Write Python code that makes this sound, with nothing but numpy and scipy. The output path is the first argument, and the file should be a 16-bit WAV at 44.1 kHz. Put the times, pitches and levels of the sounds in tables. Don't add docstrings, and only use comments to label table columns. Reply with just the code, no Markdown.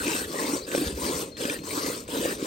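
import sys
import numpy as np
from scipy import signal
from scipy.fft import rfft, irfft, next_fast_len
from scipy.io import wavfile
from scipy.ndimage import uniform_filter1d

SR = 44100
rng = np.random.default_rng(int(sys.argv[2]) if len(sys.argv) > 2 else 0)


def field_ratio(decibels):
    return 10 ** (np.asarray(decibels, dtype=float) / 20)


def wav_record(signal):
    frames = np.transpose(np.atleast_2d(signal))
    bounded = np.clip(frames, -1, 1)
    quanta = np.round(bounded * 32767).astype(np.int16)
    wavfile.write(sys.argv[1], SR, quanta)


N = 108706
T = np.arange(N) / SR

# start [s], length of squeeze [s], hiss [dB], gurgle [dB], rise [s].
LEFT_JETS = [
    (-.02, 0.24, -28.5, -33, 0.075),
    (.665, 0.22, -31.5, -31, 0.088),
    (1.366, .17, -32, -33.5, 0.045),
    (2.076, 0.25, -31.5, -29.5, 0.068),
]
# start [s], length of squeeze [s], hiss [dB], gurgle [dB], rise [s].
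RIGHT_JETS = [
    (0.268, 0.295, -30.5, -30, 0.14),
    (0.947, .27, -31, -31, 0.1),
    (1.633, .325, -30.5, -32, 0.15),
    (2.381, 0.17, -32, -29.5, 0.092),
]
START_BELOW_DB, SAG_DB_PER_S = 11, 12
HISS_FADE_DB_PER_S, GURGLE_FADE_DB_PER_S, GURGLE_LAG_S = 205, 132, 0.011

# frequency [Hz], density [dB per Hz].
LEFT_HISS_SPECTRUM = [(700, -0.5), (1250, 0.5), (2100, -6.5), (4000, 1), (6800, -8), (8200, -7),
                      (11500, -10), (16000, -8.5)]
# frequency [Hz], density [dB per Hz].
RIGHT_HISS_SPECTRUM = [(700, -6), (1250, -1.5), (2100, -7), (4300, -6), (6600, -8), (8300, -2.5),
                       (11800, -13.5), (16000, -8.5)]
# frequency [Hz], width [Hz], lift [dB].
LEFT_PAIL_MODES = [(950, 93, 3), (1610, 310, 9), (2590, 167, 7.5), (3330, 130, -6.5), (8600, 2450, 9.5)]
# frequency [Hz], width [Hz], lift [dB].
RIGHT_PAIL_MODES = [(1110, 275, 5.5), (1610, 55, 3), (2430, 210, 1.3), (4320, 710, 3), (5720, 350, 5),
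                    (8550, 390, 3)]
FIZZ_PER_S, FIZZ_SHARE, FIZZ_SPREAD_DB = 2500, 0.54, 3.5
FROTH_PATCH_DB = 3.0

# start [s], length [s], pitch [Hz], level [dB].
CRATERS = [(.03, 0.13, 2620, -36), (0.345, 0.23, 947, -42), (0.34, 0.11, 1880, -38.5),
           (0.67, 0.29, 3400, -50), (.7, 0.084, 1530, -36), (.97, 0.2, 1000, -38.5),
           (1.4, 0.049, 3310, -36.5), (1.485, 0.031, 3100, -40), (1.5, 0.08, 1800, -42),
           (0, .035, 1420, -38), (.04, .12, 950, -41), (.39, .1, 2150, -41), (1.69, .05, 2250, -40),
           (1.8, .12, 2000, -43), (2.29, .05, 1800, -38), (2.1, .03, 3270, -40), (1.73, 0.17, 1170, -39.5),
           (.06, 0.081, 2430, -39.5), (1.68, 0.217, 4570, -42.5), (2.2, 0.16, 1785, -41.5),
           (2.23, 0.085, 2800, -45)]
CRATER_BUBBLES_PER_S, CRATER_CYCLES, CRATER_SPREAD = 450, 55, 0.045

# frequency [Hz], level [dB].
BUBBLE_SIZES = [(150, -19), (170, -13), (215, -15.5), (290, 3), (360, -4), (420, 0.5), (520, 6.5),
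                (620, -5)]
BUBBLES_PER_S, BUBBLE_CYCLES, BUBBLE_SPREAD_DB, BUBBLE_CLUMP_DB = 900, 18.4, 1.5, 1.63
GURGLE_TRIM_DB = -0.5
# start [s], level
# [dB], pitch [Hz], ringing to -60 dB [cycles].
GULPS = [(.003, -30, 280, 30), (.055, -24, 290, 30), (.865, -26, 180, 12), (.925, -27, 190, 14),
         (1.14, -29, 165, 14), (1.6, -32, 165, 14), (.076, -20.5, 291, 35), (.085, -19.5, 303, 24),
         (.115, -24, 420, 14), (.254, -27, 320, 20), (.297, -23, 320, 21), (.343, -21, 520, 19),
         (.386, -22.5, 427, 14), (.412, -24, 292, 20), (.498, -25, 466, 14), (.533, -20, 278, 21.5),
         (.722, -31, 284, 14), (.732, -22, 394, 14), (.749, -10, 538, 13), (.755, -20, 329, 23),
         (.792, -21, 288, 31), (.815, -21, 289, 28), (.904, -23.5, 380, 20), (.976, -24.5, 413, 17),
         (1.044, -22, 296, 14), (1.197, -26, 446, 17), (1.405, -25.5, 510, 22), (1.482, -24, 554, 33),
         (1.505, -24.5, 290, 18), (1.643, -34, 358, 14), (1.685, -27.5, 393, 16), (1.729, -23.5, 417, 19),
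         (1.774, -19.5, 304, 21), (1.844, -22.5, 300, 14), (1.9, -20, 496, 16), (2.088, -25.5, 469, 17),
         (2.128, -22, 261, 25), (2.17, -23, 280, 25), (2.305, -27, 400, 11), (2.426, -18.5, 293, 14)]

# start [s], crack [dB], plop [dB], plop pitch [Hz].
SLAPS = [(.068, -31, -19, 300), (.152, -38, -20, 440), (1.414, -36, -35, 400), (0.716, -27.5, -43, 400),
         (0.749, -27, -26, 700), (.778, -28, -12.5, 310), (1.096, -46, -15, 317), (1.409, -46, -24, 470),
         (1.452, -27, -16.5, 268), (1.497, -25, -24, 480), (1.543, -39, -33, 293), (2.079, -45, -31, 280),
         (2.372, -38, -35, 298), (2.42, -43, -43, 300), (1.368, -38, -35, 315), (1.163, -36, -30, 420),
         (1.589, -40, -24.5, 300), (1.618, -59, -29, 306), (2.196, -45, -17.5, 250), (2.25, -36, -17, 500),
         (2.256, -36, -11, 497)]
# frequency [Hz], level [dB], T60 [s].
WALL_MODES = [(1760, 2.5, 0.0067), (2444, -3.5, 0.011), (2750, -8, 0.0067), (3250, -5, 0.0062),
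              (3500, -6.5, 0.0061), (5860, -9, 0.0082)]
CRACK_S, CRACK_DRIVE_DB = 0.004, -15
PLOP_CYCLES, PLOP_RISE = 11, 0.1

# start [s], level [dB], pitch [Hz], length [s].
THUDS = [
    (0.006, -38, 73.4, 0.033),
    (0.856, -27.5, 72.4, 0.039),
    (0.918, -32.5, 68, 0.074),
    (1.009, -39, 69.5, 0.058),
    (1.149, -42, 70, 0.044),
]
# start [s], length [s], start pitch [Hz], end pitch [Hz], level [dB].
BIRD_NOTES = [
    (.532, .024, 5620, 5800, -33),
    (.556, .02, 5750, 5800, -46),
    (.564, .018, 4520, 4480, -34),
    (.57, .014, 5850, 5700, -43),
    (.585, .035, 4500, 4450, -45),
    (.612, .03, 3700, 4800, -41),
    (.634, .022, 4600, 5050, -44),
    (.648, .014, 5050, 4700, -46),
    (.63, .022, 3850, 4700, -46),
    (.643, .018, 4000, 3700, -47),
]
# start [s], level [dB].
CHIRPS = [
    (-.03, -40),
    (1.313, -45),
    (1.555, -49),
    (1.612, -51),
]
CRICKET_HZ, PULSE_S, PULSE_GAP_S = 4235, 0.03, 0.027
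# frequency [Hz], density [dB per Hz].
YARD_SPECTRUM = [(30, -24), (65, -8), (130, -9.5), (300, -11), (550, -14), (800, -31), (2000, -30),
                 (5500, -30), (16000, -71)]
YARD_DB = -46

# frequency [Hz], lead of the left [radians].
PORT_PHASE = [(0, 0), (500, .55), (850, 1.9), (1600, 3.4), (2100, 5.8), (3500, 6.3), (7300, 7.3),
              (8500, 6.28), (16000, -6.95)]
# frequency [Hz], left minus right [dB].
PORT_BALANCE = [(600, -.5), (950, 7), (1500, .5), (2800, 5), (3700, 2), (5000, 8), (6900, 11), (8300, 0)]
# frequency [Hz], unrelated share [0-1].
PORT_APART = [(40, .2), (150, .02), (450, .015), (950, .85), (1650, .5), (2200, .8), (3700, .4), (5500, .8),
              (8300, .022)]
PHASE_SNAP, SNAP_FROM_HZ = 0.85, 8000
CUTOFF_HZ = 15870


def rms_one(x):
    return x / np.sqrt(np.mean(x ** 2) + 1e-20)


def at_hz(points, hz):
    p = np.array(points, float)
    return np.interp(np.log(np.maximum(hz, 1)), np.log(np.maximum(p[:, 0], 1)), p[:, 1])


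def drift(rate):
    pole = np.exp(-2 * np.pi * rate * 40 / SR)
    chance = rng.standard_normal(N // 40 + 2002)
    slow = signal.lfilter([1], [1, -2 * pole, pole * pole], chance)[2000:]
    return np.interp(np.arange(N) / 40, np.arange(len(slow)), rms_one(slow))


def filtered(x, order, hz, kind="low"):
    return signal.sosfilt(signal.butter(order, hz, kind, fs=SR, output="sos"), x)


def ring(clicks, hz, t60):
    radius, w = field_ratio(-60 / (t60 * SR)), 2 * np.pi * hz / SR
    return signal.lfilter([0, np.sin(w)], [1, -2 * radius * np.cos(w), radius ** 2], clicks + 1e-18)


def grains(per_s, spread_db, size=N):
    height = field_ratio(spread_db * np.minimum(rng.exponential(1, size), 5))
    sign = rng.choice([-1, 1], size)
    return height * sign * (rng.random(size) < per_s / SR)


def burst(s, length, start_hz, end_hz):
    u = np.clip((T - s) / length, 0, 1)
    cycles = length * u * (start_hz + (end_hz - start_hz) * u / 2)
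    return np.sin(np.pi * u) * np.sin(2 * np.pi * cycles)


def coloured(source, spectrum, patchy_db, peaks=()):
    out, together = 0, drift(14)
    edges = 25 * 2 ** np.arange(0, 9.5, 1 / 3)
    edges = edges[edges > spectrum[0][0] / 2]
    for k, (low, high) in enumerate(zip(edges, edges[1:])):
        band = filtered(source[k % 2], 2, [low, high], "band")
        flicker_db = patchy_db * (0.34 * together + drift(15.4))
        out = out + band * field_ratio(at_hz(spectrum, np.sqrt(low * high)) + flicker_db)
    for hz, width, lift_db in peaks:
        b, a = signal.iirpeak(hz, hz / width, fs=SR)
        out = out + (field_ratio(lift_db) - 1) * signal.lfilter(b, a, out)
    return rms_one(out)


def squeeze(jets, fade, lag, column):
    gain = np.zeros(N)
    for row in jets:
        u, length, rise = T - row[0] - lag, row[1], max(row[4], 0.005)
        db = row[column] - START_BELOW_DB * np.clip(1 - u / rise, 0, 1)
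        db = db - SAG_DB_PER_S * np.clip(u - rise, 0, None)
        db = db - fade * np.clip(u - length + lag, 0, None)
        gain += field_ratio(db) * np.clip(u / 0.003, 0, 1)
    return gain


def hiss(jets, spectrum, pail):
    fizz = np.array([rms_one(grains(FIZZ_PER_S, FIZZ_SPREAD_DB)) for _ in range(4)]).reshape(2, 2, N)
    turbulence = rng.standard_normal((2, 2, N))
    source = np.sqrt(1 - FIZZ_SHARE) * turbulence + np.sqrt(FIZZ_SHARE) * fizz
    closed = [(600, -20)] + list(spectrum)
    return squeeze(jets, HISS_FADE_DB_PER_S, 0, column=2) * coloured(source, closed, 2.3, pail)


def froth(x):
    _, _, cells = signal.stft(x, nperseg=1024)
    patches = uniform_filter1d(rng.standard_normal(cells.shape[1:]), size=4, axis=0)
    patches = uniform_filter1d(patches, size=5, axis=1)
    shifted = cells * field_ratio(FROTH_PATCH_DB * rms_one(patches) - 1.0)
    return signal.istft(shifted, nperseg=1024)[1][:, :N]


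def gurgle():
    born = grains(BUBBLES_PER_S * field_ratio(BUBBLE_CLUMP_DB * drift(15)), BUBBLE_SPREAD_DB)
    dealt = rng.integers(0, 24, N)
    rings = np.zeros(N)
    for k, hz in enumerate(np.geomspace(150, 650, 24)):
        rings += field_ratio(at_hz(BUBBLE_SIZES, hz)) * ring(born * (dealt == k), hz, BUBBLE_CYCLES / hz)
    rings = filtered(filtered(rings, 6, 620), 2, 140, "high")
    return rms_one(rings) * squeeze(LEFT_JETS + RIGHT_JETS, GURGLE_FADE_DB_PER_S, GURGLE_LAG_S, column=3)


def craters():
    out, span = np.zeros(N + SR), SR // 3
    for s, length, hz, db in CRATERS:
        rings = np.zeros(span)
        for k in (-1.7, 0.19, 0.19, 0.69, 0.25):
            clicks = grains(CRATER_BUBBLES_PER_S / 5, 3.2, size=span)
            rings += ring(clicks, hz * (1 + CRATER_SPREAD * k), CRATER_CYCLES / hz)
        swell = np.sqrt(np.sin(np.pi * np.clip(T[:span] / length, 0, 1)) + 1e-12)
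        i = int(s * SR)
        out[i:i + span] += field_ratio(db) * rms_one(rings) * swell
    return out[:N]


def plops(rows):
    out = np.zeros(N)
    for s, db, hz, length in rows:
        i = int(s * SR)
        cycles = T[:min(SR // 10, N - i)] * hz
        envelope = field_ratio(db - 60 * cycles / length) * np.clip(cycles / 0.47, 0, 1)
        out[i:i + len(cycles)] += envelope * np.sin(2 * np.pi * cycles * (1 + PLOP_RISE * cycles / length))
    return out


def slaps():
    out, chance_db = np.zeros(N), rng.normal(0, 1.5, (len(SLAPS), len(WALL_MODES)))
    wet = filtered(rng.standard_normal(N), 4, 1500, "high")
    strike = np.zeros(N)
    for s, crack_db, _, _ in SLAPS:
        strike += field_ratio(crack_db + CRACK_DRIVE_DB) * (T > s) * np.exp(-np.abs(T - s) / CRACK_S)
    nearest = np.abs(T[:, None] - np.array(SLAPS)[:, 0]).argmin(axis=1)
    for m, (hz, level_db, t60) in enumerate(WALL_MODES):
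        out += ring(wet * strike * field_ratio(level_db + chance_db[nearest, m]), hz, t60)
    return out + plops([(s, db, hz, PLOP_CYCLES) for s, _, db, hz in SLAPS])


def echo_tail(x, size, db_per_sample):
    tail = rng.standard_normal(size) * field_ratio(-db_per_sample * np.arange(size))
    return signal.fftconvolve(x, tail / np.sqrt(np.sum(tail ** 2)))[:N]


def hoof():
    return sum(field_ratio(db) * burst(s, length, 0.99 * hz, 0.93 * hz) for s, db, hz, length in THUDS)


def bird():
    notes = sum(field_ratio(db) * burst(s, length, a, b) for s, length, a, b, db in BIRD_NOTES)
    notes = notes * field_ratio(2.0 * drift(200))
    return 0.85 * notes + 0.4 * echo_tail(notes, 900, 0.03)


def cricket():
    out = np.zeros(N)
    for s, db in CHIRPS:
        for k in range(4):
            out += field_ratio(db - 0.61 * k) * burst(s + k * PULSE_GAP_S, PULSE_S, CRICKET_HZ * 1.003, CRICKET_HZ)
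    return out


def yard():
    return field_ratio(YARD_DB) * coloured(rng.standard_normal((2, 2, N)), YARD_SPECTRUM, 3.1)


def ports(direct, scattered):
    size = next_fast_len(N + 4096)
    hz = np.fft.rfftfreq(size, 1 / SR)
    p = np.array(PORT_PHASE, float)
    lean, apart = field_ratio(at_hz(PORT_BALANCE, hz)), np.clip(at_hz(PORT_APART, hz), 0, 1)
    turn = np.interp(hz, p[:, 0], p[:, 1])
    for _ in range(2):
        turn = turn - (hz > SNAP_FROM_HZ) * PHASE_SNAP * np.sin(2 * turn) / 2
    a, b = rfft(direct, size), rfft(scattered, size)
    right = np.sqrt(1 - apart) * a * np.exp(-1j * turn) + np.sqrt(apart) * b
    both = np.array([a * lean, right]) * np.sqrt(2 / (1 + lean ** 2))
    return irfft(both, size)[:, :N]


def scene():
    left = hiss(LEFT_JETS, LEFT_HISS_SPECTRUM, LEFT_PAIL_MODES)
    right = hiss(RIGHT_JETS, RIGHT_HISS_SPECTRUM, RIGHT_PAIL_MODES)
    direct, scattered = froth(left + right) + yard()
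    direct = direct + field_ratio(GURGLE_TRIM_DB) * gurgle() + craters()
    scattered = scattered + field_ratio(GURGLE_TRIM_DB) * gurgle() + craters()
    hits = slaps() + plops(GULPS)
    bounced = filtered(echo_tail(hits, 200, 0.2), 4, 1200, "high")
    far = bird() * field_ratio(np.array([[3], [-4]])) + cricket() * field_ratio(np.array([[4], [-5]]))
    return ports(direct + hits + hoof(), scattered + bounced) + far


def low_pass(x):
    return signal.sosfilt(signal.butter(12, 17100, fs=SR, output="sos"), x)


def record(dry):
    mix = signal.sosfilt(signal.ellip(12, 0.3, 70, CUTOFF_HZ, fs=SR, output="sos"), dry)
    return low_pass(mix)


dry = scene()
out = record(dry)
wav_record(out)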